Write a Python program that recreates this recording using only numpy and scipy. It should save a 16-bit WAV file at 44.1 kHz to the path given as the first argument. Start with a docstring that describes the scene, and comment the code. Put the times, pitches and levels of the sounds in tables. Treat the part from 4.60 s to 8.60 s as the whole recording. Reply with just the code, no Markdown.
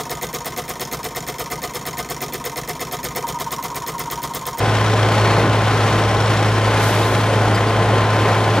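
"""A steady diesel drone and roar: a track tamping machine creeps along the rails a few metres away.
Six cylinders firing at high speed give a harmonic exhaust tone, and injector impacts tick.
Fans and running gear make broadband noise; hydraulic pumps whine over a slower, throbbing drive.
Loose parts knock now and then, and rubbing steel chirps and squeaks faintly.
Past the middle a jet of air hisses out, followed later by a much weaker puff."""
import sys
import numpy as np
from scipy import signal
from scipy.fft import rfft, irfft
from scipy.io import wavfile

SR = 44100
rng = np.random.default_rng(int(sys.argv[2]) if len(sys.argv) > 2 else 0)


def unload_audio(sound):
    """Save the sound as a 16-bit wav file, at the path given as the first command line argument."""
    columns = np.transpose(np.atleast_2d(sound))
    # keep every value between -1 and 1, then stretch to whole-number steps
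    steps = np.round(np.clip(columns, -1, 1) * 32767)
    wavfile.write(sys.argv[1], SR, steps.astype(np.int16))


N = 176400


def undb(db):
    """Amplitude ratio of a level in decibels."""
    return 10 ** (np.asarray(db) / 20)


def clock():
    """Time of every sample in seconds."""
    return np.arange(N) / SR


def curve(rows, column=1):
    """Linear interpolation of one table column over time."""
    rows = np.array(rows, float)
    return np.interp(clock(), rows[:, 0], rows[:, column])


def bins():
    """Frequency of every spectral bin, at least 1 Hz."""
    return np.maximum(np.arange(N // 2 + 1) * SR / N, 1)


def over_hz(rows):
    """Linear interpolation of a table over log frequency."""
    rows = np.array(rows, float)
    return np.interp(np.log(bins()), np.log(rows[:, 0]), rows[:, 1])


def colour(x, rows):
    """Filtering gives unit white noise a tabulated spectral density, rolling off beyond its ends."""
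    ends = np.minimum(bins() / rows[0][0], 1) ** 2 * np.minimum(rows[-1][0] / bins(), 1) ** 4
    return irfft(rfft(x) * undb(over_hz(rows)) * ends * np.sqrt(SR / 2), N)


def walk(rate_hz):
    """Low-passed noise: a smooth random fluctuation of unit variance."""
    drift = irfft(rfft(rng.standard_normal(N)) * np.exp(-(bins() / rate_hz) ** 2), N)
    return (drift - drift.mean()) / drift.std()


def noise():
    """Partly coherent white noise: two channels alike in the bass, more diffuse in the treble."""
    # likeness of left and right: frequency_hz, coherence
    likeness = [(35, .98), (60, .995), (100, .996), (180, .998), (350, .997), (700, .995), (1350, .981),
                (2700, .91), (5300, .7), (9500, .47), (13000, .42)]
    alike = over_hz(likeness)
    mid, side = rfft(rng.standard_normal((2, N)))
    return irfft(mid * np.sqrt((1 + alike) / 2) + np.array([[1], [-1]]) * side * np.sqrt((1 - alike) / 2), N)


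def ring(hz, width_hz):
    """A resonance driven by noise, at unit power."""
    band = irfft(rfft(noise()) / (1 + ((bins() - hz) / width_hz * 2) ** 2), N)
    return band / band.std()


def tone(turns):
    """A sinusoid of unit power and random starting phase."""
    return np.sqrt(2) * np.sin(2 * np.pi * (turns + rng.random()))


def glide(hz):
    """A tone of varying pitch: phase is the integral of frequency."""
    return tone(np.cumsum(hz) / SR)


def swell(centre_s, length_s):
    """A Gaussian rise and fall."""
    return np.exp(-2 * ((clock() - centre_s) / length_s) ** 2)


def bursts(strikes, decay_s, attack_s=.003):
    """Convolution gives every strike a quick rise and decay; the envelope has unit power."""
    t = clock()
    envelope = signal.fftconvolve(strikes, np.exp(-t / decay_s) * (1 - np.exp(-t / attack_s)))[:N]
    return envelope / np.sqrt(np.mean(envelope ** 2))


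def struck(start_s, decay_s):
    """Envelope of a damped vibration: sudden onset, exponential decay."""
    age = clock() - start_s
    return (age >= 0) * np.exp(-np.abs(age) / decay_s)


def exhaust(turns, cylinders=6):
    """Periodic firing makes a strong tone; unequal cylinders add weaker harmonics of the engine cycle."""
    # strength of the firing tone: time_s, level_db
    drone = [(0, -21), (.27, -18), (.8, -18.3), (1.05, -19.7), (1.8, -18.3), (2.5, -19), (2.9, -18),
             (3.09, -20.5), (3.18, -18.8), (3.75, -18.3), (4, -18.8)]
    # weaker exhaust harmonics: cycle_multiple, level_db
    orders = [(3, -39), (4, -44.5), (8, -50), (9, -37), (11, -43), (12, -38), (15, -40.5), (18, -42),
              (24, -37.5)]
    firing = undb(curve(drone) + .5 * walk(10)) * tone(cylinders * turns)
    return firing + sum(undb(db + 2 * walk(5.2)) * tone(order * turns) for order, db in orders)


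def injectors(turns, scatter_db=1.3):
    """Impact excitation: three ticks per engine cycle, one weak, clatter and set metal modes ringing."""
    # ticks in one cycle: cycle_fraction, relative_level_db
    ticks = [(.025, 1), (.36, -6.5), (.692, 3.5)]
    # spectrum of the clatter: frequency_hz, density_db
    spectrum = [(1000, -68), (2000, -80), (3000, -71.5), (3700, -64), (4750, -82), (5400, -67.5),
                (6200, -75.5), (7000, -93), (7700, -81), (8500, -85), (10000, -95), (15000, -108)]
    # modes rung by each tick: pitch_hz, width_hz, level_db
    modes = [(5450, 220, -45.5), (7420, 170, -52)]
    # strength of the ticking: time_s, gain_db
    ticking = [(0, -7), (.3, -2.5), (.8, -8), (1.2, -7.5), (1.7, -1), (2.1, -13), (2.8, -15), (3.4, -10),
               (4, -9)]
    strikes = np.zeros(N)
    for place, db in ticks:
        at = np.searchsorted(turns, np.arange(int(turns[-1]) + 1) + place)
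        size = undb(db + scatter_db * rng.standard_normal(len(at)))
        strikes[at[at < N]] += size[at < N]
    clatter = colour(noise() * bursts(strikes, decay_s=.0026), spectrum)
    ringing = bursts(strikes, decay_s=.005) * sum(undb(db) * ring(hz, width) for hz, width, db in modes)
    return (clatter + ringing) * undb(curve(ticking))


def drive(turns):
    """A slower shaft hums unsteadily at multiples of its rotation rate."""
    # partials of the hum: shaft_multiple, level_db
    orders = [(1, -48.5), (1.5, -50), (2, -41.5), (3, -41), (4, -37), (6, -40)]
    return sum(undb(db + 2 * walk(2.7)) * tone(order * turns) for order, db in orders)


def roar(drive_turns, flicker_hz=22):
    """Fans and running gear make broadband noise; the shaft modulates its rush, and panels resonate."""
    # spectrum of the low rumble: frequency_hz, density_db
    rumble_spectrum = [(20, -80), (32, -71), (60, -60), (82, -61), (100, -48), (125, -47), (160, -50),
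                       (190, -49), (230, -51), (320, -49), (440, -46.5), (580, -47.5), (850, -49.5),
                       (1150, -59), (1700, -60)]
    # spectrum of the higher rush: frequency_hz, density_db
    rush_spectrum = [(500, -69), (950, -54), (1280, -53.5), (1650, -57.5), (2000, -57.5), (2700, -62),
                     (3150, -63.5), (4300, -68), (4800, -71), (6000, -73.5), (8000, -78.5), (11500, -83),
                     (13500, -90.5), (15000, -105)]
    # strength of the two bands: time_s, rumble_db, rush_db
    levels = [(0, -20, -26), (.17, -22.5, -26.5), (.5, -20.5, -24.5), (.7, -19, -23.5), (.8, -17.5, -24),
              (.88, -20.5, -26.5), (1.19, -22, -25.5), (1.3, -21.5, -24.5), (1.4, -19.5, -25.3),
              (1.5, -21.5, -27), (1.75, -22.5, -25.5), (2.02, -22, -26.5), (2.14, -20.3, -23.5),
              (2.27, -22, -24.5), (2.45, -20.5, -25), (2.66, -22, -27), (2.76, -20, -26), (2.93, -20, -26),
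              (3.08, -22, -27.7), (3.35, -19, -25.5), (3.53, -22, -26), (3.66, -19, -24.5),
              (3.85, -20.7, -26.7), (4, -20, -25.5)]
    # strength of the rush above 4500 Hz: time_s, gain_db
    treble_gain = [(0, 3.5), (.3, 3), (.75, 2.5), (.85, 2), (1.3, 3.5), (2, 3), (2.7, 3.5), (3.05, 2.5),
                   (3.45, 0.5), (3.65, 1), (4, 3)]
    # broad resonances of the steel body: pitch_hz, width_hz, level_db
    panel_modes = [(450, 70, -49), (819, 21, -38), (1478, 41, -36.5), (3086, 94, -42), (3360, 44, -46),
                   (4350, 180, -50.5)]
    rumble_db = curve(levels) + 20 + .53 * walk(flicker_hz)
    rumble = colour(noise(), rumble_spectrum) * undb(rumble_db)
    angle = 2 * np.pi * drive_turns
    throb = 1 + .11 * np.cos(angle) + .06 * np.cos(2 * angle)
    grit = undb(.65 * walk(140))
    rush_db = curve(levels, column=2) + 24.5 + .63 * walk(flicker_hz)
    rush = colour(noise(), rush_spectrum) * throb * grit * undb(rush_db)
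    treble = irfft(rfft(rush) / (1 + (4500 / bins()) ** 4), N)
    panels = sum(undb(db) * ring(hz, width) for hz, width, db in panel_modes)
    return rumble + rush + treble * (undb(curve(treble_gain)) - 1) + panels


def pumps():
    """Periodic forces in pumps and gears radiate tones that waver in pitch and level."""
    # pump and gear tones: pitch_hz, level_db, wander_hz, waver_db
    partials = [(1037.3, -29.8, 2, 1.1), (1066, -40, 2.2, 3), (2075, -46.5, 3.5, 3), (3113, -51, 6, 3),
                (3370, -54.5, 10, 3.5)]
    # strength of the whine: time_s, gain_db
    whining = [(0, -1), (.6, 0.5), (1.3, 0), (1.85, -3), (2.15, 0), (2.92, -3.5), (3.22, 2.5), (3.62, 1),
               (4, -0.5)]
    whine = sum(undb(db + waver_db * walk(6.7)) * glide(hz + wander_hz * walk(18.8))
                for hz, db, wander_hz, waver_db in partials)
    return whine * undb(curve(whining))


def knocks():
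    """Impacts of loose metal fittings give quickly damped broadband bursts."""
    # impacts: start_s, gain_db, decay_s
    hits = [(.58, 2, 0.0091), (0.93, 0, 0.018), (1.278, -1, 0.03), (2.054, 0, 0.0088), (2.135, -6, 0.014),
            (2.55, 3.5, 0.0068), (2.738, 0, 0.0067), (3.384, -1, 0.009), (3.505, 1, .006)]
    # spectrum of a knock: frequency_hz, density_db
    spectrum = [(300, -60), (1200, -55), (3300, -59), (5500, -70), (10000, -78), (15000, -92)]
    envelope = sum(undb(db) * struck(at, decay) for at, db, decay in hits)
    return colour(noise() * envelope, spectrum)


def oil_valve(centre_s=.7, pitch_hz=4255, fall_hz_per_s=1100, wander_hz=36):
    """Oil flowing through a valve excites one brief, falling whine."""
    hz = pitch_hz - fall_hz_per_s * (clock() - centre_s) + wander_hz * walk(120)
    return undb(-37.5) * swell(centre_s, length_s=.2) * glide(hz)


def clunks():
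    """Parts of the frame clunk and clack, each in a single resonance of unsteady pitch."""
    # frame resonances: centre_s, length_s, pitch_hz, width_hz, level_db
    events = [(.665, .025, 2000, 200, -28), (.712, .022, 2620, 50, -31), (.792, .036, 440, 100, -21.5),
              (1.26, .028, 825, 50, -25), (2.978, .014, 1630, 330, -23)]
    return sum(undb(db) * swell(at, length) * glide(hz + width / 2 * walk(width))
               for at, length, hz, width, db in events)


def chirps(chatter_start_s=2.45):
    """Friction on steel excites a narrow, high resonance in thin chirps and a faint chatter."""
    # chirps of rubbing steel: centre_s, length_s, level_db
    rubs = [(2.04, .035, -51), (2.16, .03, -51), (2.53, .04, -50), (2.71, .04, -46), (2.89, .04, -48.5),
            (3.11, .05, -48), (3.24, .035, -49.5), (3.34, .03, -51), (3.78, .08, -51)]
    chatter = (clock() > chatter_start_s) * undb(-64 + 4 * walk(20))
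    envelope = chatter + sum(undb(db) * swell(at, length) for at, length, db in rubs)
    return ring(9290, width_hz=130) * envelope


def air(attack_s=.071, sag_s=.34, close_s=.08):
    """A turbulent air jet swells, sputters and sags with the pressure until its valve shuts."""
    # valve openings: start_s, open_s, gain_db
    puffs = [(2.17, 0.43, 1.6), (3.54, 0.5, -12)]
    # spectrum of the jet: frequency_hz, density_db
    spectrum = [(1500, -87), (3500, -70), (6000, -73), (8500, -74.5), (12000, -75.5), (15500, -82)]
    envelope = 0
    for at, open_s, db in puffs:
        age = clock() - at
        sag = np.maximum(age - attack_s, 0) / sag_s + np.maximum(age - open_s, 0) / close_s
        envelope = envelope + undb(db) * np.clip(age / attack_s, 0, 1) * np.exp(-sag)
    hiss = colour(rng.standard_normal((2, N)), spectrum)  # incoherent between the two sides
    return hiss * envelope * undb(.9 * walk(60))


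def clink():
    """A small steel pin, struck once, vibrates freely in inharmonic modes."""
    # modes of the pin: pitch_hz, level_db
    modes = [(2680, -29), (3650, -31), (3870, -29.5)]
    return struck(start_s=2.428, decay_s=.013) * sum(undb(db) * tone(hz * clock()) for hz, db in modes)


def squeaks(roughness=.018):
    """Friction-driven vibration: steel sliding on steel sings for an instant over a dry scrape."""
    # squeaks: centre_s, length_s, pitch_hz, level_db
    slips = [(2.955, .018, 4870, -30.5), (3.087, .02, 4770, -37)]
    # inharmonic partials of a squeak: pitch_ratio, relative_level_db
    partials = [(1, 0), (1.58, -12), (2.55, -17)]
    # spectrum of the scrape: frequency_hz, relative_density_db
    spectrum = [(4000, -39), (8000, -35), (11500, -37), (15000, -52)]
    scrape = undb(-10) * colour(noise(), spectrum)
    sound = 0
    for at, length, hz, db in slips:
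        turns = np.cumsum(hz * (1 + roughness * walk(380))) / SR
        sung = sum(undb(part_db) * tone(ratio * turns) for ratio, part_db in partials)
        sound = sound + undb(db) * swell(at, length) * (sung + scrape)
    return sound


def place_left(x, lag_s=3e-5):
    """Interaural time and level cues: the machine is a little to the left, so sooner and louder there."""
    # level of the left side over the right: frequency_hz, level_db
    lean = [(170, 0), (350, .2), (700, .8), (1400, 1.4), (2800, 1.9), (5400, 1.6), (9500, .6), (13000, -.4)]
    sides = np.array([[.5], [-.5]])
    phase_shift = np.exp(2j * np.pi * bins() * lag_s * sides)
    return irfft(rfft(x) * undb(sides * over_hz(lean)) * phase_shift, N)


def scene(cycle_hz=17.878, drive_hz=32.24):
    """Superposition of all sources; engine and drive shaft each keep their own rate."""
    # engine speed: time_s, speed_ratio
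    speed = [(0, 1.002), (.8, 1.001), (1.8, .9993), (3, 1.0), (4, 1.001)]
    # strength of the bass below 75 Hz: time_s, gain_db
    bass_gain = [(0, 1), (1.7, 1.5), (2.3, -1), (3.3, 0), (4, -5)]
    turns = np.cumsum(cycle_hz * curve(speed)) / SR
    drive_turns = np.cumsum(drive_hz * (1 + .011 * walk(2.8))) / SR
    machine = exhaust(turns) + injectors(turns) + drive(drive_turns) + roar(drive_turns) + pumps()
    machine += knocks() + oil_valve() + clunks() + chirps() + air() + clink() + squeaks()
    bass = irfft(rfft(machine) / (1 + (bins() / 75) ** 12), N)
    machine += bass * (undb(curve(bass_gain)) - 1)
    t = clock()
    fade = np.minimum(np.minimum(t, t[::-1]) / .004, 1)
    return place_left(machine * fade)


def record(dry, cutoff_hz=15200):
    """A steep low-pass filter removes the highest treble."""
    return signal.sosfilt(signal.ellip(10, .1, 80, cutoff_hz, fs=SR, output="sos"), dry)


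dry = scene()
out = record(dry)
unload_audio(out)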